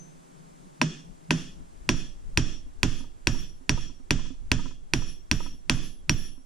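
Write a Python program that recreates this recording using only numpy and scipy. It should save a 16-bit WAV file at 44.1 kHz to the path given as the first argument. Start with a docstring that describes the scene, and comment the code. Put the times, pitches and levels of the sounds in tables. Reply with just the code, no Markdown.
"""Workshop: a hammer drives a small steel pin on the anvil of a bench vise, under a head-worn camera.
Each blow is a crack of dying sines plus grit, wavering steel rings, a bench thump, a noise echo and a camera
jolt; loose tools hop afterwards with tick and thud, over coloured room noise and low rumble.
The recorder ducks after the blows, turns down slowly, clips the cracks softly and opens its bass cut."""
import sys
import numpy as np
from scipy import signal
from scipy.fft import rfft, irfft
from scipy.io import wavfile
from scipy.ndimage import uniform_filter1d

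SR = 44100
rng = np.random.default_rng(int(sys.argv[2]) if len(sys.argv) > 2 else 0)


def generate_wav(sig):
    """Save sig (samples, or channels by samples) to the path in sys.argv[1] as 16-bit PCM at SR."""
    pcm = np.round(np.clip(np.atleast_2d(sig).T, -1, 1) * 32767).astype(np.int16)
    wavfile.write(sys.argv[1], SR, pcm)


N = 284621

# hammer blows; where the face lands sets how steel rings: (time [s], strength [dB],
# direct vise ping [dB re blow], later vise ring [dB re table], hammer ring [dB re table])
BLOWS = [(0.8151, -6.5, -12, -6, -17), (1.3072, -5.5, -21, -8.5, 0.5), (1.8908, -4.5, -11.5, 0, 0.5),
         (2.374, -3.5, -12, 0, -0.9), (2.8311, -2.1, -20.5, -12, 4.7), (3.271, -2, -10.5, 3, 11),
         (3.6937, -1.5, -10, 2, -2.5), (4.1072, -1.5, -12.5, -9.5, -10), (4.5164, 0.3, -18, -12, -1.5),
         (4.9359, -1, -10, 2.5, 8.5), (5.3133, -1, -9.5, 1, 9), (5.6965, 0.6, -17, -9, 13),
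         (6.0947, 1.6, -5.5, 4, 14)]
HOLD_S, HOLD_SHARE = 0.18, 0.42  # fading runs at this share of clock speed until the hold ends


def gain_of(db):
    """dB to gain."""
    return 10 ** (np.asarray(db) / 20)


def evened(x):
    """Scales to rms 1."""
    return x / np.sqrt(np.mean(x ** 2) + 1e-20)


def read(points, hz):
    """Value of a spectrum table at hz, interpolated over log frequency."""
    f, value = np.transpose(points)
    return np.interp(np.log(hz + 1), np.log(f + 1), value)


def add(mix, start_s, sound):
    """Mixes a stereo sound in at start_s."""
    part = mix[:, round(start_s * SR):][:, :sound.shape[1]]
    part += sound[:, :part.shape[1]]


def lag(x, tau_s):
    """One-pole lowpass with time constant tau_s."""
    r = np.exp(-1 / (tau_s * SR))
    return signal.lfilter([1 - r], [1, -r], x)


def ring(modes, detune=1, delay_s=0):
    """Damped modes struck together: exponentially dying sines, each with its own balance."""
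    t = np.maximum(np.arange(SR)[None] / SR - delay_s, 0)
    sides = np.array([[.5], [-.5]])
    total = 0
    for hz, db, t60_s, pan_db in modes:
        level_db = db + pan_db * sides - 60 * t / t60_s
        total = total + gain_of(level_db) * np.sin(2 * np.pi * hz * detune * t)
    return total


def held(t):
    """Fading time: slow until the hold is over, then about a fifth faster than the clock."""
    return HOLD_SHARE * t + (1 - HOLD_SHARE) * 0.022 * np.logaddexp(0, (t - HOLD_S) / 0.016)


def hiss(spectrum, likeness, size, shape_db, count):
    """Stereo noise built in the STFT, with given colour, left-right likeness and level over Hz and time."""
    hop = size // 4
    frames, hz = count // hop + 5, np.fft.rfftfreq(size, 1 / SR)
    a, b, c, d = rng.standard_normal((frames, len(hz), 4)).T
    same = np.clip(read(likeness, hz), -1, 1)[:, None]
    left, other = a + 1j * b, c + 1j * d
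    z = np.array([left, same * left + np.sqrt(1 - same ** 2) * other])
    z *= gain_of(read(spectrum, hz)[:, None] + shape_db(hz[:, None], np.arange(frames) * hop / SR))
    return signal.istft(z, nperseg=size, noverlap=size - hop)[1][:, :count]


def room_tone():
    """Two steady coloured noises: broadband hiss and low room tone."""
    # hiss colour: (frequency [Hz], density [dB per Hz])
    air_colour = [(350, -29), (600, -1), (902, 3), (1300, -5.5), (2340, -12.5), (3980, -16.5), (5590, -15),
                  (7540, -11), (14100, -20), (15500, -35)]
    # low room tone colour: (frequency [Hz], density [dB per Hz])
    low_colour = [(59, -62.5), (100, -27.5), (141, -9.5), (161, -14), (264, 1.5), (314, -5.5), (356, 0.5),
                  (416, -6), (650, -10), (840, -48.5), (1430, -120)]
    # ports alike: (frequency [Hz], left-right likeness [-1..1])
    port_likeness = [(60, 0.0069), (240, -0.24), (950, -0.95), (3770, 0.82), (15000, -1.3)]
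    air_db, low_db = -57.5, -57.5  # rms
    flat = lambda hz, t: 0 * t
    air = gain_of(air_db) * evened(hiss(air_colour, port_likeness, 1024, flat, N))
    return air + gain_of(low_db) * evened(hiss(low_colour, port_likeness, 2048, flat, N))


def rumble():
    """Air and head movement at the ports: lowpassed noise whose level wanders in lumps."""
    base_db, corner_hz, lump_db = np.array([[-38], [-38]]), 31, 5.5  # base (left, right); lumps rms
    low, lumps = rng.standard_normal((2, 2, N))
    low = evened(signal.sosfilt(signal.butter(2, corner_hz, fs=SR, output="sos"), low))
    lumps = evened(uniform_filter1d(uniform_filter1d(lumps, 4000), 4000))
    return gain_of(base_db + lump_db * lumps) * low


def room():
    """Room tone and rumble, with an earlier ring decaying from the start."""
    # ring still dying: (frequency [Hz], level [dB], t60 [s], left-right [dB])
    earlier_ring = [(6183, -49.5, 0.4, 8)]
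    out = room_tone() + rumble()
    add(out, 0, ring(earlier_ring))
    return out


def hops():
    """Loose tools land again: roughened tick modes plus a thud mode."""
    # clearest hops: (time [s], tick [dB], thud [dB])
    clear_hops = [(1.941, -44, -30), (3.006, -50, -34.5), (3.042, -51.5, -38.5), (3.346, -39, -32),
                  (3.775, -33.5, -40), (3.897, -54, -35.5), (4.191, -40.5, -32), (4.258, -49, -34),
                  (4.305, -56, -27.5), (4.593, -32, -27), (4.658, -37.5, -28.5), (4.71, -47.5, -34),
                  (5.02, -39.5, -37), (5.404, -32, -44), (5.461, -38.5, -32.5), (5.771, -40.5, -25.5),
                  (5.832, -49, -35)]
    # tool modes before detuning: (frequency [Hz], level [dB re tick], t60 [s], left-right [dB])
    tool_modes = [(990, 3, 0.046, -9), (1288, 0.5, 0.052, 3), (1640, -16, 0.016, -13),
                  (510, -2, 0.025, -18)]
    # thud mode: (frequency [Hz], level [dB re thud], t60 [s], left-right [dB])
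    thud_modes = [(261.3, -11.5, 0.14, -30.5)]
    faint_tick_db, faint_thud_db = -60, -38.5  # re blow
    out, t = np.zeros((2, N)), np.arange(SR) / SR
    # one faint hop at a random moment soon after each blow
    waits_s = rng.uniform(0.11, 0.34, len(BLOWS))
    faint = [(s + wait_s, db + faint_tick_db, db + faint_thud_db)
             for (s, db, *_), wait_s in zip(BLOWS, waits_s)]
    landings = faint + clear_hops
    for (s, tick_db, thud_db), shift in zip(landings, rng.standard_normal(len(landings))):
        contact = rng.standard_normal((2, SR))  # several points touch down
        for _ in range(3):
            contact = lag(contact, 0.00017)
        rough = 1 + .5 * evened(contact)
        tick = ring(tool_modes, 1 + 0.04 * shift) * rough * (1 - np.exp(-t / 0.00033))
        add(out, s, gain_of(tick_db) * tick + gain_of(thud_db) * ring(thud_modes))
    return out


def echo():
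    """The workshop's answer to one blow: strong near walls, then each band dying at its own speed."""
    # echo colour: (frequency [Hz], density [dB per Hz])
    colour = [(59, -45), (100, -5), (129, 2.5), (250, -5.5), (303, -20), (334, -24.5), (588, -21.5),
              (835, -24.5), (1750, -20), (2090, -28), (3390, -20.5), (3890, -34), (5740, -23),
              (9900, -43.5), (10500, -69.5), (13600, -73.5), (22000, -120)]
    # decay, on held time above 1200 Hz: (frequency [Hz], t60 [s])
    band_t60 = [(150, 0.52), (500, 0.59), (1500, 0.2), (3500, 0.38), (7000, 0.39), (11000, .35)]
    # ports alike: (frequency [Hz], left-right likeness [-1..1])
    likeness = [(130, 1), (290, 0.85), (640, 0.74), (1400, 0), (3100, 0.86), (6800, 0.13)]
    tail_db, early_db, early_tau_s, rise_tau_s = -25, 16, 0.015, 0.0052

    def decay_db(hz, t):
        fading_s = np.where(hz > 1200, held(t), t)
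        return np.maximum(-60 * fading_s / read(band_t60, hz), -200)

    tail = hiss(colour, likeness, 256, decay_db, SR)
    tail = tail / np.std(tail[:, :2000])
    t = np.arange(SR) / SR
    early = 1 + gain_of(early_db) * np.exp(-t / early_tau_s)
    return gain_of(tail_db) * tail * (1 - np.exp(-t / rise_tau_s)) * early


def camera_jolt():
    """Damped camera wobble, swelling in after each port's delay."""
    wobble_hz, t60_s, rise_s = 14, 0.59, .04
    delay_s, level_db = np.array([[.024], [.012]]), np.array([[-15.5], [-3]])  # (left, right)
    t = np.arange(SR) / SR
    wobble = -gain_of(level_db) * ring([(wobble_hz, 0, t60_s, 0)], delay_s=delay_s)
    return wobble * (1 - np.exp(-(np.maximum(t - delay_s, 0) / rise_s) ** 2))


def bench_thump():
    """Bench modes answer a little late, then lose level as the bench drops back on its feet."""
    # bench modes: (frequency [Hz], level [dB re blow], t60 [s], left-right [dB], delay [s])
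    bench_modes = [(297.2, -10, 0.07, -3, 0.0054), (251.7, -11, .15, -5, 0.0021),
                   (154.9, -15.5, 0.4, -2, 0.0028), (120.95, -12, 0.4, -4, 0.0035),
                   (103.8, -16, 0.27, -8.5, 0.0053), (78.5, -26, 0.82, -9, 0.0017),
                   (37.5, -17.5, 0.22, -16.5, .008), (420, -35.5, .15, -3.5, 0.009),
                   (25.5, -8.5, 0.2, -11.5, 0.023)]
    settle_s, settle_db = 0.057, -12
    t = np.arange(SR) / SR
    thump = sum(ring([mode[:4]], delay_s=mode[4]) for mode in bench_modes)
    settled = 1 / (1 + np.exp(np.clip((settle_s - t) / 0.0013, -50, 50)))
    return thump * gain_of(settle_db * settled)


def wavering(hz, width_hz, db, t60_s):
    """A ring whose height and phase wander as narrow-band noise, partly shared between the ports."""
    steady, steady_width_hz = 1, 38  # unwavering core; rings wider than this lose it
    t, r = np.arange(SR // 2) / SR, np.exp(-np.pi * width_hz / SR)
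    a, b = rng.standard_normal((2, 2, SR // 2 + 4000))
    drift = signal.lfilter([1], np.convolve([1, -r], [1, -r]), a + 1j * b)[:, 4000:]
    drift = drift + 0.2 * drift[::-1]
    core = steady / (1 + (width_hz / steady_width_hz) ** 4) * np.exp(2j * np.pi * rng.random((2, 1)))
    drift = drift / np.std(drift) + core
    tone = evened((drift * np.exp(2j * np.pi * hz * t)).real)
    return gain_of(db - 60 * held(t) / t60_s) * tone * (1 - np.exp(-t / 0.0033))


def add_steel_rings(out, s, db, vise_db, hammer_db):
    """Steel rings as the room returns them, raised or lowered by the part that rings."""
    # rings: (frequency [Hz], width of each of two poles [Hz], level [dB re blow], t60 on held time [s],
    # part [0 = any blow, 1 = vise, 2 = hammer])
    steel_rings = [(5620, 44, -36.5, 0.44, 1), (10835, 11, -54, 0.48, 2), (13170, 18, -66, .5, 2),
                   (1740, 150, -45, 0.33, 0), (2510, 37, -41.5, 0.3, 0), (2770, 65, -47.5, 0.46, 0),
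                   (3280, 36, -49, 0.58, 0), (3420, 60, -43, .4, 0), (4300, 180, -50, 0.38, 0),
                   (7010, 63, -43, 0.23, 0)]
    part_db = (0, vise_db, hammer_db)
    for hz, width_hz, ring_db, t60_s, part in steel_rings:
        add(out, s, wavering(hz, width_hz, db + ring_db + part_db[round(part)], t60_s))


def crack(db, ping_db, shift):
    """Steel on steel: short modes, brighter for firm blows, with grit and a direct vise ping."""
    # modes damped by hand and bench, before tilt and detuning:
    # (frequency [Hz], level [dB re blow], t60 [s], left-right [dB], right port later by [ms])
    crack_modes = [(616, -20.5, 0.09, -9, 0.61), (996, -8.5, .03, -0.5, 0.13),
                   (1617, -16, 0.046, 11, 0.075), (1928, -3, 0.0078, 16, 0.067), (2237, -2, 0.0053, -4, 0),
                   (2578, 8.5, 0.0063, -2.5, 0.055), (3300, -4.5, 0.012, -3, 0.003),
                   (4678, 0.5, 0.0047, 2, 0), (5960, -15.5, 0.044, -0.5, 0.035),
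                   (7040, -18.5, 0.031, 1.5, 0.054), (9710, -16, 0.0068, -17, .06),
                   (13300, -33, .006, 14.5, 0.16), (15130, -40, .008, 6, 0.21)]
    firm_db, bright_db_per_octave, dulling = -4, 1.5, 2.1  # each dB below firm takes dulling off the tilt
    high_delay_s, grit_db = 0.00036, -13  # modes above 4 kHz speak later; grit before filtering
    vise_hz, ping_t60_s, ping_pan_db = 5630, 0.059, -1.5
    t = np.arange(SR) / SR
    tilt_db = bright_db_per_octave - dulling * max(firm_db - db, 0)
    sound = np.zeros((2, SR))
    for hz, level_db, t60_s, pan_db, ms in crack_modes:
        delay_s = np.array([[max(-ms, 0)], [max(ms, 0)]]) / 1000 + high_delay_s * (hz > 4000)
        mode = (hz, level_db + tilt_db * np.log2(hz / 2600), t60_s, pan_db)
        sound -= ring([mode], 1 + 0.011 * shift, delay_s)
    band = signal.butter(2, (1200, 6000), "band", fs=SR, output="sos")
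    grit = signal.sosfilt(band, rng.standard_normal(SR))
    sound += gain_of(grit_db) * grit * np.exp(-t / 0.0078)  # the pin skids as it is hit
    ping = ring([(vise_hz, ping_db, ping_t60_s, ping_pan_db)])
    return (sound + ping) * (1 - np.exp(-t / 0.00055))


def blows():
    """Crack, bench thump, echo, camera jolt and steel rings of every blow, scaled by its strength."""
    out = np.zeros((2, N))
    thump, jolt = bench_thump(), camera_jolt()
    for (s, db, ping_db, vise_db, hammer_db), shift in zip(BLOWS, rng.standard_normal(len(BLOWS))):
        add(out, s, gain_of(db) * (crack(db, ping_db, shift) + thump + echo() + jolt))
        add_steel_rings(out, s, db, vise_db, hammer_db)
    return out


def scene():
    """All sources at the two ports."""
    return room() + hops() + blows()


def bass_cut(dry):
    """Zero-phase bass cut with a peak at its edge, opening over time; rings a little before each blow too."""
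    cut_hz, peak_db = 140, 10.5
    open_s, spread_s, shut_share, open_share = 1.78, 0.22, 0.069, 0.91  # shares of the removed part let back in
    t, hz = np.arange(N) / SR, np.fft.rfftfreq(N, 1 / SR)
    peak = gain_of(peak_db * np.exp(-((hz - 1.15 * cut_hz) / 30) ** 2))
    cut = irfft(rfft(dry) * peak / (1 + (cut_hz / (hz + 1)) ** 12), N)
    share = shut_share + (open_share - shut_share) / (1 + np.exp((open_s - t) / spread_s))
    return cut + np.clip(share, 0, 1) * (dry - cut)


def ducked(x):
    """Gain reduction at three speeds, driven by the level above a threshold."""
    threshold_db, release_db_per_s = -21.5, 110
    power = signal.lfilter([.01], [1, -.99], (x ** 2).mean(0))
    quick_db = 10 * np.log10(power + 1e-12)
    fall_db = release_db_per_s * np.arange(N) / SR
    peak_db = np.maximum.accumulate(quick_db + fall_db) - fall_db
    over_db = np.maximum(peak_db - threshold_db, 0)
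    duck_db = 0.54 * lag(over_db, 0.0015)
    late_db = 2.71 * lag(lag(lag(duck_db, .1), .1), .1)  # belated, deepest about a quarter second after a blow
    slow_db = 0.41 * lag(duck_db, 2.2)  # remembers for seconds
    return x / gain_of(duck_db + late_db + slow_db)


def record(dry):
    """Opening bass cut, ducking, soft clipping and band limit."""
    ceiling, edge_hz = .58, 16500
    x = ducked(bass_cut(dry))
    x = ceiling * np.tanh(x / ceiling)
    lowpass = signal.firwin(511, edge_hz, window=("kaiser", 9), fs=SR)
    return signal.oaconvolve(x, lowpass[None], "same")


dry = scene()
out = record(dry)
generate_wav(out)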